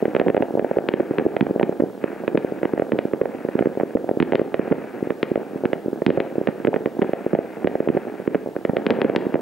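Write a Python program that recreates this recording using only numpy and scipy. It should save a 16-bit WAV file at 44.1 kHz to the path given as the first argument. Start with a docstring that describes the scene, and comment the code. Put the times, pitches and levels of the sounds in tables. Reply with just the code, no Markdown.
"""Bangs of fireworks, each a short crack and a two-cycle thump with echoes, burst all over a distant town.
A pulse with the spectrum of a shock front makes the crack, a windowed cosine the thump, sparse taps the echoes.
Behind them far pops and crackle, swarms of random filtered clicks, merge into a bed.
A small stereo camera adds noise as hiss and a sine as whine; its limiter ducks both after each loud bang."""
import sys
import numpy as np
from scipy import signal
from scipy.fft import next_fast_len
from scipy.io import wavfile

SR = 44100
rng = np.random.default_rng(int(sys.argv[2]) if len(sys.argv) > 2 else 0)


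def log_audio(samples):
    """Write samples as a 16-bit WAV file to the path given in sys.argv[1]."""
    # one column per channel
    frames = np.atleast_2d(samples).T
    # limit to full scale, then quantise
    limited = np.clip(frames, -1, 1)
    pcm = np.round(limited * 32767).astype(np.int16)
    wavfile.write(sys.argv[1], SR, pcm)


N = 414981  # length in samples

# Places of the bursts. Each: crack peak relative to the thump in dB, left minus right in dB before widening.
NEAR, NEAR_L, NEAR_R = (-11, -4.5), (-8.5, 1.7), (-9, -9)
MID, MID_L, MID_R = (-16, -4), (-20, 1), (-13.5, -7)
OUT, OUT_L = (-21, -4), (-22.5, 1.5)
FAR, FAR_L, EDGE = (-22, -2.5), (-44.5, 2.5), (-48, -1.9)
# Bangs, before echoes and limiter. Each row: start in seconds, thump peak in dB, thump pitch in Hz, place.
BANGS = [(0.0248, -7.5, 402, FAR_L), (.0292, -12, 356, FAR), (0.0547, -7.5, 444, NEAR),
         (0.0798, -10.5, 365, OUT_L), (0.15, -4.5, 412, NEAR), (.165, -5, 490, NEAR_R),
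         (.1984, -2, 387, NEAR), (0.2031, -14, 490, NEAR_R), (0.2143, -1.5, 485, MID),
         (.2629, -11.5, 463, OUT), (.267, -7.5, 424, FAR), (0.2724, -9, 368, FAR), (.2832, -5, 360, NEAR),
         (.2936, -11.5, 400, EDGE), (0.3009, -1, 422, MID), (.346, -2.5, 463, MID),
         (0.3671, -4.5, 540, NEAR), (0.3767, -2, 485, MID), (.402, -19, 353, NEAR),
         (0.4051, -7.5, 310, MID_L), (0.4239, -7, 570, NEAR_R), (0.4307, -10, 416, OUT_L),
         (.5064, -14, 385, OUT_L), (.5388, -13.5, 347, EDGE), (0.5523, -7.5, 415, FAR_L),
         (.5737, -10, 474, OUT), (.5823, -14, 405, FAR), (0.5949, -2, 460, MID), (0.6227, -15, 318, FAR),
         (0.6458, -5, 490, MID), (0.7123, -7.5, 470, MID), (.7687, -9, 428, FAR), (0.7708, -8, 410, OUT),
         (0.7856, -2, 488, MID), (0.888, -1.5, 400, NEAR_L), (0.9384, 2, 366, MID),
         (0.9979, -10.5, 437, OUT_L), (1.0034, -4.5, 419, MID), (1.006, -10, 346, MID),
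         (1.109, -8, 323, MID_L), (1.137, -18, 450, OUT), (1.1847, -4.5, 354, NEAR_L),
         (1.1968, -10.5, 378, NEAR_R), (1.21, -16, 373, MID_L), (1.2217, -17, 347, MID_L),
         (1.2529, -12, 357, FAR), (1.2627, -3.5, 433, FAR_L), (1.265, -2.5, 347, EDGE),
         (1.3664, -5.5, 510, NEAR_R), (1.4095, -1, 232, NEAR), (1.4245, -5, 258, FAR),
         (1.467, -13, 473, NEAR_R), (1.5084, -7, 353, OUT_L), (1.56, -7, 410, FAR_L),
         (1.5971, -5.5, 484, NEAR), (1.6115, -5.5, 517, OUT), (1.63, -2, 306, NEAR),
         (1.6353, -6.5, 330, FAR), (1.6928, -6, 400, OUT_L), (1.725, -17.5, 426, NEAR_R),
         (1.798, -11.5, 365, FAR), (1.8014, -4, 370, OUT), (1.8053, -12, 413, NEAR_R),
         (1.8213, -3, 376, FAR_L), (1.8354, -6.5, 350, EDGE), (1.8421, -13.5, 423, FAR),
         (2.0406, -1, 392, MID), (2.236, -19.5, 457, OUT), (2.2789, -5.5, 425, NEAR_R),
         (2.3464, 0, 340, FAR_L), (2.3533, 1, 413, OUT), (2.375, -4, 390, NEAR_L), (2.378, -14, 268, MID),
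         (2.4459, -8, 390, OUT_L), (2.5208, -12, 380, OUT_L), (2.6312, -7.5, 430, NEAR),
         (2.6537, -6.5, 335, NEAR), (2.735, -3, 340, MID_L), (2.7774, -11.5, 480, NEAR),
         (2.7966, -3.5, 435, MID), (2.8209, -5, 467, MID), (2.9202, -4.5, 430, NEAR),
         (2.9235, -16, 295, FAR), (2.9323, -8, 264, OUT), (2.9455, -15, 340, MID_L),
         (2.9551, -15.5, 390, FAR), (2.9889, -0.5, 465, NEAR), (3.0524, -9, 334, FAR),
         (3.135, -4, 390, MID), (3.2132, -4.5, 412, OUT), (3.2152, -1.5, 398, MID), (3.234, -18, 397, FAR),
         (3.2564, -12, 510, NEAR_R), (3.347, -19, 327, FAR), (3.4491, -10.5, 382, MID_L),
         (3.487, -12, 418, NEAR), (3.5527, -5.5, 306, FAR), (3.5912, -7, 505, NEAR_R),
         (3.6078, -5.5, 304, EDGE), (3.6242, -9.5, 436, NEAR), (3.657, -4, 373, MID), (3.67, -4, 372, FAR),
         (3.7727, -10.5, 394, OUT_L), (3.7997, -11.5, 510, NEAR_R), (3.8101, -13, 390, NEAR_R),
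         (3.833, -3.5, 392, OUT_L), (3.9512, -9, 375, EDGE), (3.955, 1, 355, FAR_L),
         (3.971, -12, 495, NEAR_R), (4.0423, -15, 430, EDGE), (4.091, -5.5, 498, MID),
         (4.1123, -5, 393, OUT_L), (4.171, -9, 357, EDGE), (4.202, -1, 283, NEAR),
         (4.2134, -10.5, 236, FAR), (4.2259, -1, 312, NEAR), (4.3225, -4, 398, NEAR),
         (4.3337, -2.5, 550, MID_R), (4.3471, -3, 395, EDGE), (4.3549, -0.5, 415, NEAR_L),
         (4.3827, -13.5, 360, MID_L), (4.395, -3, 416, MID), (4.4153, -3, 407, OUT_L),
         (4.543, -4.5, 487, NEAR_R), (4.594, 1, 362, OUT), (4.678, -15, 430, OUT), (4.7111, -8, 272, FAR),
         (4.716, -8, 312, MID), (4.7225, -2.5, 294, MID), (4.7254, -1.5, 460, MID),
         (5.0255, -9, 312, FAR_L), (5.0714, -14, 373, OUT_L), (5.105, -8, 415, NEAR_R),
         (5.121, -21, 385, MID), (5.23, -0.5, 378, NEAR_L), (5.3152, -5.5, 334, EDGE),
         (5.3575, -.5, 476, MID), (5.3755, -7.5, 405, FAR_L), (5.5574, -15, 292, OUT_L),
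         (5.636, -11.5, 392, OUT_L), (5.6471, -13, 443, FAR_L), (5.6546, -4, 313, NEAR),
         (5.732, -5.5, 480, NEAR_R), (5.8586, -13, 320, EDGE), (5.8813, -11, 355, FAR_L),
         (5.929, -13.5, 362, FAR), (6.0196, -7.5, 424, MID), (6.0646, 4, 260, NEAR),
         (6.0793, -6.5, 280, OUT), (6.0904, -5, 320, FAR), (6.104, 2.5, 420, MID), (6.1743, 3, 460, OUT),
         (6.1798, -2.5, 405, OUT), (6.1805, -6.5, 285, OUT), (6.2026, -3, 403, NEAR_L),
         (6.3554, -13.5, 396, MID_L), (6.381, -6.5, 351, EDGE), (6.4129, -10, 386, OUT),
         (6.473, -4.5, 475, NEAR_R), (6.4819, -13.5, 332, MID), (6.4854, -8, 246, MID_R),
         (6.4888, -12.5, 470, NEAR_R), (6.649, -5, 336, NEAR), (6.672, -6, 450, NEAR_R),
         (6.68, 1, 361, EDGE), (6.687, -6, 373, FAR), (6.7307, -13, 575, MID_L),
         (6.7416, -8.5, 443, NEAR_R), (6.762, -9, 414, NEAR_R), (6.7666, -13, 442, MID_R),
         (6.807, -21, 400, FAR), (6.859, -5.5, 390, NEAR), (6.8726, -13.5, 401, OUT),
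         (6.968, -19.5, 400, FAR), (6.991, -10.5, 279, MID), (7.0184, -0.5, 340, MID),
         (7.0234, -4.5, 393, NEAR_L), (7.0292, -7, 470, FAR_L), (7.045, -14, 393, NEAR_L),
         (7.0924, -12, 400, MID_L), (7.1339, -0.5, 486, MID), (7.2636, -5.5, 400, OUT_L),
         (7.332, -6.5, 406, MID), (7.3363, -9, 240, EDGE), (7.3507, -1, 510, MID), (7.3883, -0.5, 440, FAR),
         (7.6448, 1, 313, OUT), (7.6556, -8, 354, FAR), (7.673, -4.5, 490, NEAR_R),
         (7.7402, -19.5, 397, FAR_L), (7.754, -6.5, 458, MID), (7.8034, -0.5, 406, OUT),
         (7.8741, -2, 425, FAR_L), (7.8877, -7, 297, NEAR_R), (7.9, -2, 317, EDGE), (7.9482, -11, 334, FAR),
         (7.967, -6.5, 352, EDGE), (7.973, -8, 497, NEAR), (8.07, -17.5, 415, FAR), (8.199, -17, 377, OUT),
         (8.276, 2.5, 340, OUT), (8.3468, -6, 478, NEAR), (8.353, -3.5, 353, MID), (8.3566, -16, 270, MID),
         (8.4602, -15, 457, EDGE), (8.472, -16.5, 427, FAR), (8.487, -19.5, 380, FAR),
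         (8.5644, -11, 420, NEAR), (8.6511, -5, 454, NEAR), (8.694, -3.5, 278, OUT),
         (8.6962, -5.5, 380, MID), (8.7332, -11.5, 397, FAR_L), (8.7681, -2.5, 483, NEAR_R),
         (8.7837, -14, 362, MID_R), (8.8659, 0, 357, NEAR_L), (8.869, -11, 228, MID_R),
         (8.899, -9, 493, FAR), (8.9057, 1, 392, NEAR_L), (8.91, -4.5, 403, NEAR_L),
         (8.9129, -7.5, 268, OUT), (8.9233, -12, 423, MID_R), (8.9868, -12, 402, OUT_L),
         (9.0171, -1.5, 370, NEAR_L), (9.022, -14, 365, OUT), (9.046, -2, 367, MID),
         (9.0501, -2, 364, OUT_L), (9.0582, -16, 326, FAR), (9.0976, -2, 446, MID),
         (9.1502, -12, 507, NEAR), (9.162, 2.5, 342, NEAR_L), (9.1669, -12, 293, NEAR),
         (9.18, -11.5, 427, MID_R), (9.266, -8.5, 322, FAR), (9.3422, -1.5, 318, MID),
         (9.3542, -14.5, 460, OUT), (9.3557, -5.5, 447, MID_R)]
# Relative spectrum of a crack before air loss. Each row: frequency in Hz, level in dB.
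CRACK_SPECTRUM = [(300, -24), (750, 5.5), (1200, -5), (1800, 2), (3000, 1), (5000, -2.5), (8000, -17)]
# Relative spectrum of the steep edge of a near bang. Each row: frequency in Hz, level in dB.
FRONT_SPECTRUM = [(2000, -16), (4500, -3), (10000, -9), (16000, -35)]
# Single echoes off ground and walls. Each row: delay in seconds, level in dB.
ECHOES = [(0.0093, -23), (0.017, -27.5)]
# Relative spectrum of a far pop. Each row: frequency in Hz, level in dB.
POP_SPECTRUM = [(24, -84), (40, -63), (108, -5.5), (217, 6.5), (361, 8.5), (781, -2), (1080, -14.5),
                (1300, -15), (1690, -13.5), (2860, -120)]
# Course of the far pops before the low cut and limiter. Each row: time in seconds, level in dB.
FAR_POPS = [(0, -34), (.5, -34), (1.65, -34), (1.9, -38.5), (2.2, -35), (3.64, -35.5), (4.05, -38.5),
            (4.65, -33), (4.85, -35), (5.998, -37), (7.2, -36.5), (7.5, -37.5), (8.2, -35), (8.5, -41),
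            (9.0, -26), (9.41, -33.5)]
# Relative spectrum of far crackle. Each row: frequency in Hz, level in dB.
CRACKLE_SPECTRUM = [(530, -39.5), (900, -1), (1080, -3.5), (1670, -0.5), (2600, -7), (3320, -25),
                    (5000, -47), (6500, -54), (11000, -120)]
# Far crackling shells. Each row: time when loudest in seconds, level in dB before clumping, burning time in seconds.
CRACKLERS = [(0.0, -49, 0.19), (.68, -48, 0.074), (.95, -48.5, 0.34), (2.07, -45.5, 0.14),
             (2.45, -49.5, .35), (3.33, -50, 0.22), (3.55, -51.5, 0.36), (4.3, -59, 0.17),
             (4.62, -46.5, 0.44), (5.27, -52, 0.32), (6.2, -50, .4), (7.1, -48.5, 1), (7.85, -50, 0.58),
             (8.92, -46, 0.38)]
# Relative spectrum of the circuit hiss. Each row: frequency in Hz, density in dB per Hz.
HISS_SPECTRUM = [(2000, 7), (5000, -3), (15000, -6.5)]
# Share of the hiss that differs left and right. 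Each row: frequency in Hz, level in dB.
HISS_APART = [(3000, -4.5), (8000, -10.5), (14000, -30)]

SAG_DB = -4.5  # the stars of a shell thin out by this much while they burn
CATCH_S, DIE_S = 0.046, 0.065  # Gaussian widths of catching and dying
CLUMP_HZ, CLUMP_DB = 15, 1.3
HISS_DB, WHINE_DB, WHINE_HZ = -58, -73.5, 15625  # RMS levels ahead of the limiter
LOW_CUT_HZ, EDGE_HZ = 149.5, 15800  # band limits
LIMIT_DB, RECOVER_S = -8.5, 0.017  # threshold; time constant of the recovery


def bangs():
    """Shock propagation: a steep front arrives as a crack and the thump follows; rows are sum and difference."""
    out = np.zeros((2, N))
    t = np.arange(-200, 900) / SR
    front = causal(FRONT_SPECTRUM)
    front = -front[:400] / abs(front).max()
    # roofs and ground near the burst scatter each crack over a few milliseconds, otherwise at each microphone
    after_s = np.arange(500) / SR
    scatter = 0.063 * rng.standard_normal((len(BANGS), 2, len(after_s))) * np.exp(-after_s / 0.0027)
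    for (s, db, hz, (crack_db, pan_db)), late in zip(BANGS, scatter):
        near_db = db + crack_db
        both = np.array([[1], [lean(pan_db)]])
        thump = gain_of(db) * wavelet(t * hz, centre=0.671, before=0.37, after=0.63)
        add(out, s + t[0], both * thump)
        # faint cracks are far and dull
        crack = -causal(CRACK_SPECTRUM, air_hz=6500 * gain_of(0.4 * near_db))[:len(front)]
        crack *= gain_of(near_db) / abs(crack).max()
        edge = gain_of(4.2 * near_db - 3) * front  # steepens strongly with level
        add(out, s - 0.0004, both * (crack + edge))
        scattered = signal.fftconvolve(late * [[1], [0.4]], crack[None], axes=1)
        add(out, s + 0.00028, scattered)
    return out


def wavelet(turns, centre, before, after):
    """Windowed oscillation: a trough at the centre with a swing on each side; times in cycles."""
    u = turns - centre
    width = np.where(u < 0, before, after)
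    return -np.cos(2 * np.pi * u) * np.exp(-(u / width) ** 2)


def town(x, t60, start_s):
    """Reverberation: single echoes and a sparse, exponentially decaying tail of taps with random sign."""
    t = np.arange(SR // 2) / SR
    sign = rng.choice([-1., 1.], (2, len(t)))
    present = rng.random((2, len(t))) < 0.04
    taps = sign * present * gain_of(-60 * t / t60) * (t > start_s)
    taps -= 0.56 * smooth(taps, 600)  # walls and roofs throw back the crack more than the thump
    taps = smooth(taps, 3900)  # the longer way through the air dulls them
    taps *= gain_of(-18.0) / np.linalg.norm(taps[0])
    for s, db in ECHOES:
        taps[:, round(s * SR)] += gain_of(db)
    return signal.oaconvolve(x, taps, axes=1)[:, :N]


def swarm(colour, per_s, spread_db, pan_db):
    """Shot noise: random clicks of uneven size from many sides, coloured by distance."""
    size_db = spread_db * np.minimum(rng.exponential(1, N), 4)
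    size = gain_of(size_db) * (rng.random(N) < per_s / SR)
    size *= rng.choice([-1., 1.], N)
    clicks = size * np.array([np.ones(N), lean(rng.uniform(*pan_db, N))])
    out = signal.oaconvolve(clicks, causal(colour)[None], axes=1)[:, :N]
    return out / np.sqrt(np.mean(out[0] ** 2))


def burning():
    """Incoherent addition: the powers of the crackling shells add; returns the gain of the far crackle."""
    t = np.arange(N) / SR
    power = np.zeros(N)
    for s, db, burn_s in CRACKLERS:
        u = t - s
        catching = (np.minimum(u, 0) / CATCH_S) ** 2
        dying = (np.maximum(u - burn_s, 0) / DIE_S) ** 2
        sagging_db = db + SAG_DB * np.clip(u / burn_s, 0, 1)
        power += (gain_of(sagging_db) * np.exp(-catching - dying)) ** 2
    clumps = evened(smooth(smooth(rng.standard_normal(N), CLUMP_HZ), CLUMP_HZ))  # stars go off in clumps
    return np.sqrt(power) * gain_of(CLUMP_DB * clumps)


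def camera():
    """Circuit noise: filtered hiss, nearly the same in both channels, and a thin steady sine whine."""
    a, b = signal.oaconvolve(rng.standard_normal((2, N)), causal(HISS_SPECTRUM)[None], axes=1)[:, :N]
    apart = signal.oaconvolve(evened(b), causal(HISS_APART))[:N]
    hiss = gain_of(HISS_DB) * (evened(a) + np.outer([1, -1], apart))
    whine = gain_of(WHINE_DB) * np.sqrt(2) * np.sin(2 * np.pi * WHINE_HZ * np.arange(N) / SR)
    return hiss + whine


def causal(points, air_hz=1e6):
    """Minimum phase: the shortest pulse with this spectrum; air loss grows as frequency squared, 20 dB at air_hz."""
    hz = abs(np.fft.fftfreq(4096, 1 / SR))
    level_db = read(points, hz) - 20 * (hz / air_hz) ** 2
    log_gain = np.log(gain_of(np.maximum(level_db, -100)))
    spectrum = np.exp(np.conj(signal.hilbert(log_gain)))  # the Hilbert transform gives the phase
    return np.fft.ifft(spectrum).real[:2048]


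def read(points, hz):
    """Interpolation of a spectrum along logarithmic frequency."""
    f, value = np.transpose(points)
    return np.interp(np.log(hz + 1), np.log(f + 1), value)


def lean(pan_db):
    """Level difference: share of a sound that goes to the difference of the two microphones."""
    return np.tanh(-pan_db * np.log(10) / 40)


def smooth(x, hz):
    """First-order low-pass: exponential relaxation towards the input."""
    r = np.exp(-2 * np.pi * hz / SR)
    return signal.lfilter([1 - r], [1, -r], x)


def gain_of(db):
    """Decibel law: amplitude ratio of a level."""
    return 10 ** (np.asarray(db) / 20)


def evened(x):
    """Normalization to unit RMS."""
    return x / np.sqrt(np.mean(x ** 2) + 1e-20)


def add(mix, s, sound):
    """Superposition: adds a sound to the mix from s seconds on, or from the beginning if s is negative."""
    part = mix[:, max(round(s * SR), 0):][:, :sound.shape[1]]
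    part += sound[:, :part.shape[1]]


def scene():
    """Superposition of bangs, echoes, pops and crackle as sum and difference, then left and right with camera noise."""
    near = bangs()
    pops = swarm(POP_SPECTRUM, per_s=800, spread_db=4.5, pan_db=(-7, 3))
    pops = pops * gain_of(np.interp(np.arange(N) / SR, *np.transpose(FAR_POPS)))
    crackle = burning() * swarm(CRACKLE_SPECTRUM, per_s=2500, spread_db=4.5, pan_db=(-12, 12))
    mid, side = near + town(near, t60=0.62, start_s=0.0021) + pops + crackle
    # the pair tells the sides apart best in the bass; the right microphone has more deep bass, less treble
    side = 0.27 * smooth(side, 420) + 0.74 * side + 0.68 * smooth(mid, 286) - 0.2 * mid
    low_cut = signal.butter(2, LOW_CUT_HZ, "high", fs=SR, output="sos")
    air = signal.sosfilt(low_cut, [mid - side, mid + side])
    return air + camera()


def record(dry):
    """Gain control: a limiter looks a little ahead, falls quickly and creeps back; then the band limit."""
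    ahead_s, out_db = 0.0015, 3.2
    envelope = abs(signal.hilbert(dry.mean(0), next_fast_len(N))[:N])
    peak_db = 20 * np.log10(envelope + 1e-9)
    fade = np.arange(N) / SR / RECOVER_S
    # each excess over the threshold holds, decaying exponentially, until a greater one replaces it
    log_over = np.log(np.maximum(peak_db - LIMIT_DB, 1e-9))
    over_db = np.exp(np.maximum.accumulate(log_over + fade) - fade)
    over_db = np.interp(fade + ahead_s / RECOVER_S, fade, over_db)
    quick_db = smooth(over_db, 270)
    lasting_db = 1.2 * smooth(over_db, 0.21)  # a run of bangs keeps the gain a little low
    held = dry * gain_of(out_db - quick_db - lasting_db)
    band_limit = signal.firwin(511, EDGE_HZ, window=("kaiser", 9), fs=SR)
    return signal.oaconvolve(held, band_limit[None], "same")


dry = scene()
out = record(dry)
log_audio(out)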